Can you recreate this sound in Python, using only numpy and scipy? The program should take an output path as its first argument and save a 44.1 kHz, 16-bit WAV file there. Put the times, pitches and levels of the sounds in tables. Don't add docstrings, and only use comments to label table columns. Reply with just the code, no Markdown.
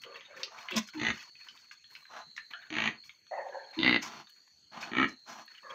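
import sys
import numpy as np
from scipy import signal
from scipy.fft import rfft, irfft
from scipy.io import wavfile
from scipy.ndimage import uniform_filter1d

SR = 44100
rng = np.random.default_rng(int(sys.argv[2]) if len(sys.argv) > 2 else 0)


def convert_level_to_amplitude(level_db):
    exponent = np.asarray(level_db, float) / 20
    return 10 ** exponent


def int16_out(signal):
    q = np.round(np.clip(np.atleast_2d(signal).T, -1, 1) * 32767)
    wavfile.write(sys.argv[1], SR, q.astype(np.int16))


N = 253134


def evened(x):
    return x / np.sqrt(np.mean(x ** 2) + 1e-20)


def add(mix, s, sound):
    part = mix[round(s * SR):][:len(sound)]
    part += sound[:len(part)]


def spread(rows, tail=0.):
    s, *columns = np.transpose(rows)
    t = np.arange(s[0], s[-1] + tail, 1 / SR)
    return [t] + [np.interp(t, s, c) for c in columns]


def swell(start, length, rise_s, fall_s, sag_db, depth_db=20):
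    t = np.arange(start, start + length, 1 / SR)
    rise_s = np.clip(rise_s, 0, length / 2)
    knees = start + np.array([0, rise_s, max(length - fall_s, rise_s), length])
    return t, (t - start) / length, np.interp(t, knees, [-depth_db, 0, -sag_db, -sag_db - depth_db])


def fade(t, s):
    return np.clip(np.minimum(t - t[0], t[-1] - t) / s, 0, 1)


def flicker(count, ms):
    span = int(ms * SR / 1000)
    return evened(uniform_filter1d(uniform_filter1d(rng.standard_normal(count), span), span))


def resonate(x, hz, width):
    r = np.exp(-np.pi * width / SR)
    if np.ndim(hz) == 0:
        return 2 * signal.lfilter([1 - r], [1, -r * np.exp(2j * np.pi * hz / SR)], x).real
    turn = np.exp(2j * np.pi * np.cumsum(hz) / SR)
    return 2 * (turn * signal.lfilter([1 - r], [1, -r], x / turn + 1e-18)).real


def resonate_twice(x, hz, width, skirt):
    return resonate(resonate(x, hz, width), hz, skirt)


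def tract(x, modes):
    return sum(convert_level_to_amplitude(db) * resonate(x, hz, width) for hz, width, db in modes)


def band(x, lo_hz, hi_hz, order=2):
    edges = [lo_hz, min(hi_hz, SR / 2.1)]
    return evened(signal.sosfilt(signal.butter(order, edges, "bandpass", fs=SR, output="sos"), x))


# (f/Hz, level/dB per Hz)
NIGHT_SPECTRUM = [(24, -52), (40, -15.5), (213, -11), (975, -23.5), (1650, -14), (4000, -13.5),
                  (4360, 13.5), (4780, -30), (6490, -4.5), (7360, -25), (9440, -40), (12400, -33.5),
                  (15600, -46.5)]


def night():
    frames, hz = N // 256 + 5, np.fft.rfftfreq(1024, 1 / SR)
    a, b, patches = rng.standard_normal((frames, 513, 3)).T
    patches = evened(uniform_filter1d(uniform_filter1d(patches, 10, 0), 14, 1))
    f, db = np.transpose(NIGHT_SPECTRUM)
    colour_db = np.interp(np.log(hz + 1), np.log(f), db)[:, None]
    z = (a + 1j * b) * convert_level_to_amplitude(colour_db + 4.5 * patches)
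    return convert_level_to_amplitude(-60) * evened(signal.istft(z, nperseg=1024, noverlap=768)[1][:N])


# (t/s, level/dB, wing pitch f/Hz)
CRICKET_PATH = [(0.0, -58.5, 4480), (.5, -81, 4180), (1.0, -52, 4267), (1.55, -64.5, 4543),
                (2.17, -60, 4030), (2.4, -55, 4140), (3.05, -70.5, 4660), (3.3, -107, 4770),
                (3.55, -59.5, 4265), (3.85, -51.5, 4230), (4.3, -65, 4540), (4.73, -69.5, 4610),
                (5.12, -58, 4114), (5.74, -62, 4446)]


def crickets(lift):
    t, db, hz = (np.resize(c, N) for c in spread(CRICKET_PATH, tail=.01))
    near = np.zeros(N)
    # detune ratio, strokes per second, level/dB
    for detune, rate, size_db in [(1.0, 52, 1), (.975, 110, -8), (1.022, 59, -2), (.99, 77, -1)]:
        turns = np.cumsum(rate * (1 + 0.021 * flicker(N, 54))) / SR
        stroke = np.sin(np.pi * np.clip((turns % 1) / 1.33, 0, 1))
        wing = evened(resonate_twice(rng.standard_normal(N), hz * detune, 60, 140))
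        near += convert_level_to_amplitude(size_db + 2.0 * flicker(N, 73)) * stroke * wing
    chorus = resonate(resonate(rng.standard_normal(N), 6100, 300), 6620, 210) * convert_level_to_amplitude(1.9 * flicker(N, 10))
    return convert_level_to_amplitude(db + 0.98 * lift) * evened(near) + convert_level_to_amplitude(-77.5 + 9 * lift) * evened(chorus)


# (t/s, length/s, crunch level/dB, grit level/dB, fine dust level/dB)
SCUFFS = [(.008, 0.056, -53, -56, -66.5), (.428, 0.036, -65, -67, -65), (.15, 0.063, -51, -63, -74.5),
          (.7, 0.041, -39, -52, -60), (.755, 0.057, -46, -29, -48), (.865, .05, -56, -49, -69.5),
          (.925, 0.11, -48, -59, -75), (1.58, 0.074, -81, -62, -89), (1.705, 0.055, -65, -56, -77),
          (2.3, 0.033, -68, -87.5, -88), (2.355, .06, -70.5, -54, -84.5), (2.5, 0.054, -49, -65, -75.5),
          (3.03, 0.116, -65.5, -61.5, -73.5), (3.11, .13, -73, -82, -86), (3.72, 0.2, -49.5, -65, -83),
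          (4.012, 0.091, -41, -40, -65.5), (4.292, 0.018, -82, -61, -59), (4.35, 0.092, -65, -88, -89.5),
          (4.473, 0.016, -57.5, -73, -90), (4.8, 0.088, -47, -47, -69.5), (5.07, 0.075, -73, -54, -81),
          (5.455, 0.013, -74, -71, -58), (5.69, 0.077, -48.5, -61.5, -91.5)]
# (t/s, length/s, crunch level/dB, grit level/dB, fine dust level/dB)
DRAGS = [(.05, 0.69, -55, -75, -101), (.355, 0.11, -48, -57.5, -72.5), (.56, 0.16, -52, -59.5, -75.5),
         (.79, 0.092, -53.5, -51.5, -82), (1.12, 0.19, -48.5, -53.5, -75.5), (1.34, 0.47, -60.5, -67, -79),
         (1.885, 0.22, -60.5, -68, -72.5), (2.58, 0.16, -58, -92, -83), (3.3, 1, -63.5, -76, -100),
         (4.26, 0.19, -86, -101.5, -82), (5.45, 0.43, -60, -70, -82)]


def scuff(start, length, crunch_db, grit_db, dust_db, rise, sag_db):
    t, along, db = swell(start, length, rise * length, 0.43 * length, sag_db, depth_db=13.0)
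    hits = rng.random(len(t)) < 2500 / SR
    grains = convert_level_to_amplitude(0.42 * np.minimum(rng.exponential(1, len(t)), 5)) * hits
    grains = (evened(grains) + 0.82) * rng.standard_normal(len(t)) * convert_level_to_amplitude(2.2 * flicker(len(t), 10))
    patches = sum(resonate_twice(grains * convert_level_to_amplitude(7.1 * flicker(len(t), 16)), hz, 170, 640)
                  for hz in np.geomspace(1050, 3700, num=11))
    crunch = evened(evened(patches) + 0.68 * band(grains, 1320, 2590, order=3))
    grit = band(grains, 4790, 6710, order=4) + 0.056 * band(grains, 6200, 15000)
    dust = band(grains, 6900, 23000, order=3)
    thud = band(rng.standard_normal(len(t)) * convert_level_to_amplitude(5.0 * flicker(len(t), 20)), 110, 400)
    gravel = convert_level_to_amplitude(crunch_db) * crunch + convert_level_to_amplitude(grit_db) * grit + convert_level_to_amplitude(dust_db) * dust
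    gravel = gravel + convert_level_to_amplitude(crunch_db - 20.5) * thud
    return t[0], gravel * convert_level_to_amplitude(db) * fade(t, 0.011)


# (t/s, peak level/dB, ring f/Hz, upper ring f/Hz, brightness level/dB)
KNOCKS = [(0.0365, -30, 2150, 3000, -16), (0.1571, -34.5, 1780, 2700, -24), (0.208, -37, 2070, 3300, -18),
          (0.432, -20, 3600, 2860, 3), (0.6859, -26.5, 2060, 2840, -38), (0.7197, -27, 2670, 3370, -28),
          (0.887, -37, 1500, 3270, -28), (1.354, -45.5, 2630, 3080, -30), (1.4116, -43, 1840, 2420, -32),
          (1.486, -34.5, 1530, 2980, -7), (1.575, -44.5, 3360, 3600, -35.5),
          (1.712, -36.5, 1680, 2290, -36.5), (1.842, -46, 1800, 3230, -23.5),
          (1.952, -33.5, 2270, 2780, -8), (1.962, -40.5, 1500, 2650, -25), (2.0534, -44, 1620, 1830, -31.5),
          (2.3645, -36.5, 2070, 3870, -5.5), (2.3781, -27.5, 1770, 1940, -36),
          (2.5354, -29, 1710, 3000, -31), (3.037, -47, 2300, 3420, -27), (3.094, -35.5, 2250, 3280, -31),
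          (3.267, -49, 1670, 3280, -14), (4.271, -45, 1720, 3600, -13), (4.2962, -51, 1680, 3000, -21),
          (4.8286, -28, 1520, 2450, -31), (5.479, -41, 1770, 4300, -29), (5.5498, -42.5, 2450, 3080, -30)]


def knock(s, db, hz, upper_hz, bright_db):
    t = np.arange(int(.15 * SR)) / SR
    crack = rng.standard_normal(len(t)) * (convert_level_to_amplitude(-60 * t / 0.022) + 0.058 * convert_level_to_amplitude(-60 * t / 0.31))
    crack[0] = 6
    ring = resonate(crack, hz, 120) + resonate(crack, upper_hz, 280)
    ring = ring + 0.23 * resonate(crack, np.sqrt(hz * upper_hz), 240)
    ring = band(evened(ring) + 0.16 * band(crack, 1800, 6300), 1000, 3770, order=4)
    ring = ring + convert_level_to_amplitude(min(bright_db, 3)) * band(crack, 3800, 5950, order=5)
    return s, convert_level_to_amplitude(db) * ring / abs(ring).max()


# (t/s, length/s, level/dB, sag/dB)
GRUMBLES = [
    (0.043, 0.17, -56, 2.5),
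    (0.279, .21, -57, 1),
    (2.525, 0.21, -66, 19),
    (3.309, .085, -41, 2),
    (3.366, 0.17, -40.5, 13),
    (3.52, .25, -47, 20.5),
    (5.626, 0.16, -58, -6.5),
]
# (jaw f/Hz, mouth f/Hz, snout f/Hz, mouth level/dB, snout level/dB)
JAWS = [(494, 1170, 1540, -3.5, -9), (514, 870, 1450, -9, -4), (680, 810, 1550, -5.5, 18.5),
        (600, 714, 1860, -0.5, -9), (560, 826, 1740, 1.5, -9), (523, 820, 1610, 4, -1),
        (550, 1180, 1694, 2.5, 1.5)]
CREAK = [.35, .4, .2, .3, .35, .3, .15]
CLOSING = [-0.04, 0.35, -0.0057, -0.023, 0.15, .04, .02]


def grumble(start, length, level_db, sag_db, jaw_hz, mouth_hz, snout_hz, mouth_db, snout_db, creak, closing):
    t, along, db = swell(start, length, 0.02, 0.034, sag_db, depth_db=7.5)
    shut = 1 + closing * (.5 - along)
    turns = np.cumsum(88 * (1 + .3 * flicker(len(t), 8.7))) / SR
    snaps = np.diff(np.floor(turns), prepend=0) * convert_level_to_amplitude(2.5 * rng.standard_normal(len(t)))
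    gate = 1 - creak + creak * np.exp(-(turns % 1) / 0.31)
    drive = creak * evened(snaps) + (1 - creak) * evened(gate * rng.standard_normal(len(t)))

    def cavity(hz, width):
        push = drive * convert_level_to_amplitude(3.5 * flicker(len(t), 10))
        return evened(resonate(resonate(push, hz * (1 + .035 * flicker(len(t), 30)), width), hz, 3.0 * width))

    jaw = cavity(jaw_hz * shut, 90)
    mouth = cavity(mouth_hz, 120)
    high = cavity(snout_hz * shut, 130)
    body = 0.33 * band(drive, 630, 1210, order=3)
    voice = jaw + body - convert_level_to_amplitude(mouth_db) * mouth + convert_level_to_amplitude(snout_db) * band(high, 1000, 3200)
    return t[0], convert_level_to_amplitude(level_db + db) * voice * fade(t, 0.0046)


# (t/s, length/s, level/dB, first nostril f/Hz, last nostril f/Hz)
SNIFFS = [
    (0.491, 0.27, -52, 822, 1250),
    (2.089, 0.16, -46, 880, 1120),
    (4.009, 0.23, -48, 990, 860),
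    (4.711, 0.22, -47.5, 747, 710),
    (5.255, 0.19, -48.5, 1060, 875),
]
# (rise/s, sag/dB, mid hiss level/dB, high hiss level/dB, low chuff level/dB)
HISSES = [(0.049, 4, -12, -12, -34), (0.079, 4, -10, -13.5, -28), (0.018, 4, -3, -6.5, -8),
          (0.047, 2, -5, -14.5, -10), (0.039, 3.5, -6.5, -5, -13)]


def sniff(start, length, level_db, first_hz, last_hz, rise_s, sag_db, mid_db, high_db, chuff_db):
    t, along, db = swell(start, length, rise_s, 0.047, sag_db, depth_db=7.5)
    hz = first_hz + (last_hz - first_hz) * along
    high_db = high_db - 2.5 * along
    air = rng.standard_normal((4, len(t))) * convert_level_to_amplitude(2.4 * flicker(len(t), 2.6))
    nostril = evened(resonate_twice(air[0], hz, 350, 1100))
    nostril = nostril + 1.3 * band(air[1], 650, 1530, order=3) + 0.033 * band(air[1], 110, 1000)
    high = 0.45 * band(air[3], 5500, 6120, order=4) + 0.92 * band(air[3], 4840, 6780, order=4)
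    high = high + convert_level_to_amplitude(-20) * band(air[3], 8600, 18000, order=3)
    hiss = convert_level_to_amplitude(mid_db) * band(air[2], 1400, 3880, order=3) + convert_level_to_amplitude(high_db) * high
    hiss = hiss + convert_level_to_amplitude(chuff_db) * band(air[0], 143, 420)
    return t[0], convert_level_to_amplitude(level_db + db) * (evened(nostril) + hiss) * fade(t, 0.021)


# (t/s, length/s, level/dB, first pitch
# f/Hz, last pitch f/Hz)
HUMS = [
    (0.71, 0.065, -41, 386, 323),
    (0.752, 0.054, -32, 209.3, 205),
    (0.943, 0.12, -37.5, 303, 300.5),
    (2.701, 0.078, -40, 303.5, 306),
    (3.767, 0.075, -31, 303.5, 349.4),
    (.72, .07, -45, 560, 527),
    (3.308, .05, -41, 600, 685),
    (3.364, 0.041, -39.5, 852, 830),
]


def hum(start, length, level_db, first_hz, last_hz):
    t, along, db = swell(start, length, 0.0087, 0, 9.5, depth_db=1)
    hz = first_hz + (last_hz - first_hz) * along
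    turn = 2 * np.pi * np.cumsum(hz * (1 + 0.046 * flicker(len(t), 3.3))) / SR
    tone = np.sin(turn) + convert_level_to_amplitude(-14.5) * np.sin(3 * turn)
    return t[0], convert_level_to_amplitude(level_db + db + 2.0) * tone * fade(t, 0.023)


# (snout level/dB, chest level/dB, air leak 0-1, dying away/dB per s,
# level of the first steady flap/dB)
GRUNTS = [
    (-32.5, -37.5, 0.22, 901.5, -13),
    (-32.5, -41.5, 0.49, 500.5, -5.5),
    (-31.5, -42.5, 0.31, 300, -1.5),
    (-27, -31, 0.15, 600, 3),
    (-29.5, -33, 0.23, 330, 4),
]
# (opening pop t/s, first steady flap t/s, last flap t/s, first rate f/Hz, last rate f/Hz)
FLAPS = [(.73, .75, .785, 250, 200), (.975, 1.0147, 1.11, 58.5, 55), (2.7034, 2.7665, 2.88, 55.6, 54.4),
         (3.7891, 3.8313, 3.965, 66, 57), (4.9167, 4.968, 5.048, 63, 71)]
# (f/Hz, width/Hz, level/dB)
SNOUTS = [
    [(1080, 51, 13.5), (1530, 110, 4), (2400, 840, 6.5), (3280, 420, 6.5), (4160, 470, -54),
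     (7900, 11000, -45)],
    [(930, 140, -16.5), (1340, 410, -20), (2020, 200, -0.5), (2425, 122, -7.5), (2910, 62, -5),
     (3500, 560, -8.5)],
    [(820, 1100, -10), (1250, 780, -6.5), (1940, 270, 1), (2450, 500, 7), (3000, 170, 3), (3620, 210, 2.5)],
    [(884, 390, -12), (1510, 83, -14.5), (2050, 83, 21), (2470, 464, 4.5), (3690, 240, 12.5),
     (4600, 370, -13.5)],
    [(926, 120, -30.5), (1314, 110, 10.5), (1840, 170, 15), (2285, 82, 13.5), (2840, 120, 8),
     (3600, 220, -25)],
]
# (f/Hz, width/Hz, level/dB)
CHEST = [(61.3, 9, -29), (137, 19, -8), (205, 47, 0), (303, 72, 0), (560, 200, -14.5)]
# (f/Hz, width/Hz, level/dB)
RIBS = [(230, 40, -10), (302, 36, -3), (290, 36, -4), (289.3, 35, 7), (266.6, 40, 6)]
CHEST_TILT_DB = [6.5, -15, -11, 12, 4.5]
CHEST_DAMP = [0.6, 0.87, 1.07, 0.9, 0.54]
LOOSE_HZ = [250, 58, 75, 101, 59]
LOOSE_DB = [-5.5, -7.5, -5.5, -7, -3]
POPS_DB = [-1, -12.5, -0.5, 6.5, -7]
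LIPS_DB = [-62, -63, -53.5, -53.5, -60.5]
TEETH_DB = [-43, -17, -18.5, -33, -31.5]
THIN = [0.068, 0.14, 0.097, 0.59, 0.15]
CLICKS_DB = [-17, -11, -9, -3.5, -19.5]
ARCH_DB = [4, 3, -0.5, 0, 1.5]


def grunt(row, flaps, snout, tilt_db, loose_hz, lips_db, pop_db, teeth_db, thin, click_db, arch_db, damp,
          loose_db, rib):
    full_db, low_db, share, dying, swell_db = row
    pop, first, last, rate, end_rate = flaps
    snout = [(hz, max(width, 125), db) for hz, width, db in snout]
    top_hz = snout[-1][0]
    tail_db = 35
    t, snout_db, chest_db, leak = spread([
        (pop - .004, full_db - 17, low_db - 12.5, 0.53),
        (first - .002, full_db - 6, low_db - 12.5, 0.53),
        (first, full_db + swell_db, low_db + 0.22 * swell_db, share),
        ((first + last) / 2, full_db + swell_db / 2 + arch_db, low_db + 0.17 * swell_db, share),
        (last, full_db, low_db, share),
        (last + tail_db / dying, full_db - tail_db, low_db - 0.99 * tail_db, 0.84)])

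    turns = np.cumsum(np.interp(t, [first, last], [rate, end_rate]) * (t >= first) * (t <= last)) / SR
    steady = np.diff(np.ceil(turns), prepend=0) * convert_level_to_amplitude(0.97 * rng.standard_normal(len(t)))
    snaps = steady.copy()
    for s in [pop, *np.arange(first - 1 / loose_hz, pop + .8 / loose_hz, -1 / loose_hz)]:
        flap_db = full_db + loose_db + pop_db * (s == pop)
        snaps[round((s - t[0]) * SR)] = convert_level_to_amplitude(flap_db - np.interp(s, t, snout_db))

    air = rng.standard_normal(len(t))
    puff = np.exp(-np.arange(800) / (.0024 * SR))
    alike = np.convolve(snaps, puff * air[-800:])[:len(t)]
    puffs = .85 * alike + .4 * np.convolve(snaps, puff)[:len(t)] * air
    drive = 6 * snaps + puffs
    drive = drive / np.sqrt(np.mean(drive[(t > first - .001) & (t < last)] ** 2))

    leak = np.clip(leak, 0, 1)
    gusts = air * (0.98 + 2.1 * np.convolve(steady, np.exp(-np.arange(800) / (0.0053 * SR)))[:len(t)])
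    upper = band(tract((1 - leak) * drive + leak * gusts, snout), 560, 0.71 * top_hz)
    upper = band(upper, 640, max(4650, top_hz), order=8)
    held = np.clip(thin, 0, 1) * np.clip((first + 0.019 - t) / 0.021, 0, 1)
    upper = (1 - held) * upper + held * band(upper, 2900, 3940, order=3)
    click = np.convolve(snaps, puff * (air[:800] + 5 * (puff == 1)))[:len(t)]
    upper = upper + convert_level_to_amplitude(click_db) * band(click, 2385, 4470, order=6)

    specks = snaps * (t >= first + .005) * convert_level_to_amplitude(6 * np.clip(air, -2, 1))
    spit = np.convolve(specks, puff ** 2 * air[:800])[:len(t)]
    lips = band(spit + .002 * air, 12000, 13500, order=1)
    teeth = band(drive + 0.41 * air, 5840, 6730, order=4)
    whistle = convert_level_to_amplitude(teeth_db) * teeth + convert_level_to_amplitude(lips_db) * lips

    chest = [(hz, damp * width, db + tilt_db * np.log2(hz / 260)) for hz, width, db in CHEST] + [rib]
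    push = signal.lfilter([1], [1, -np.exp(-1 / (.0004 * SR))], .7 * steady + .3 * snaps)
    breath = evened(signal.lfilter([1], [1, -.9], air))
    lower = band(tract(evened(push) + 3.6 * leak * breath, chest), 63, 540, order=3)
    return t[0], (convert_level_to_amplitude(snout_db) * (upper + whistle) + convert_level_to_amplitude(chest_db) * lower) * fade(t, 0.0066)


def pen(x, t60):
    at = np.arange(200, SR // 2, 22)
    taps = np.zeros(SR // 2 + 22)
    signs = rng.choice([-1., 1.], len(at))
    taps[at + rng.integers(0, 22, len(at))] = signs * convert_level_to_amplitude(-60 * at / SR / t60)
    return signal.fftconvolve(x, taps / np.linalg.norm(taps))[:N]


def scene():
    sow, far, ground = np.zeros((3, N))
    for rows, rise, sag_db in [(SCUFFS, 0.2, 6.5), (DRAGS, 0.17, 4)]:
        for row in rows:
            add(ground, *scuff(*row, rise, sag_db))
    for row in KNOCKS:
        add(far, *knock(*row))
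    for row, jaw, creak, closing in zip(GRUMBLES, JAWS, CREAK, CLOSING):
        add(far, *grumble(*row, *jaw, creak, closing))
    for row, hiss in zip(SNIFFS, HISSES):
        add(sow, *sniff(*row, *hiss))
    for row in HUMS:
        add(sow, *hum(*row))
    for parts in zip(GRUNTS, FLAPS, SNOUTS, CHEST_TILT_DB, LOOSE_HZ, LIPS_DB, POPS_DB, TEETH_DB, THIN,
                     CLICKS_DB, ARCH_DB, CHEST_DAMP, LOOSE_DB, RIBS):
        add(sow, *grunt(*parts))
    echoes = convert_level_to_amplitude(-5.5) * pen(sow, 0.14) + convert_level_to_amplitude(-4.0) * pen(far, 0.14)
    close = sow + far + echoes + ground
    loud_db = 10 * np.log10(abs(uniform_filter1d(close ** 2, size=4000)) + 1e-12)
    lift = np.clip((loud_db + 54.5) / 22, 0, 1)
    return (close + crickets(lift) + night())[None]


def band_limit(x):
    return signal.sosfilt(signal.butter(12, 15700, fs=SR, output="sos"), x)


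# (f/Hz, level/dB)
MICROPHONE = [(0, -36), (70, 0.5), (7000, -3.5), (8000, 2), (11300, -8), (12400, 4)]


def record(dry):
    mic_hz, mic_db = np.transpose(MICROPHONE)
    hz = np.fft.rfftfreq(N, 1 / SR)
    colour = convert_level_to_amplitude(np.interp(hz, mic_hz, mic_db)) * (hz < 15650)
    return band_limit(irfft(rfft(dry) * colour, N))


dry = scene()
out = record(dry)
int16_out(out)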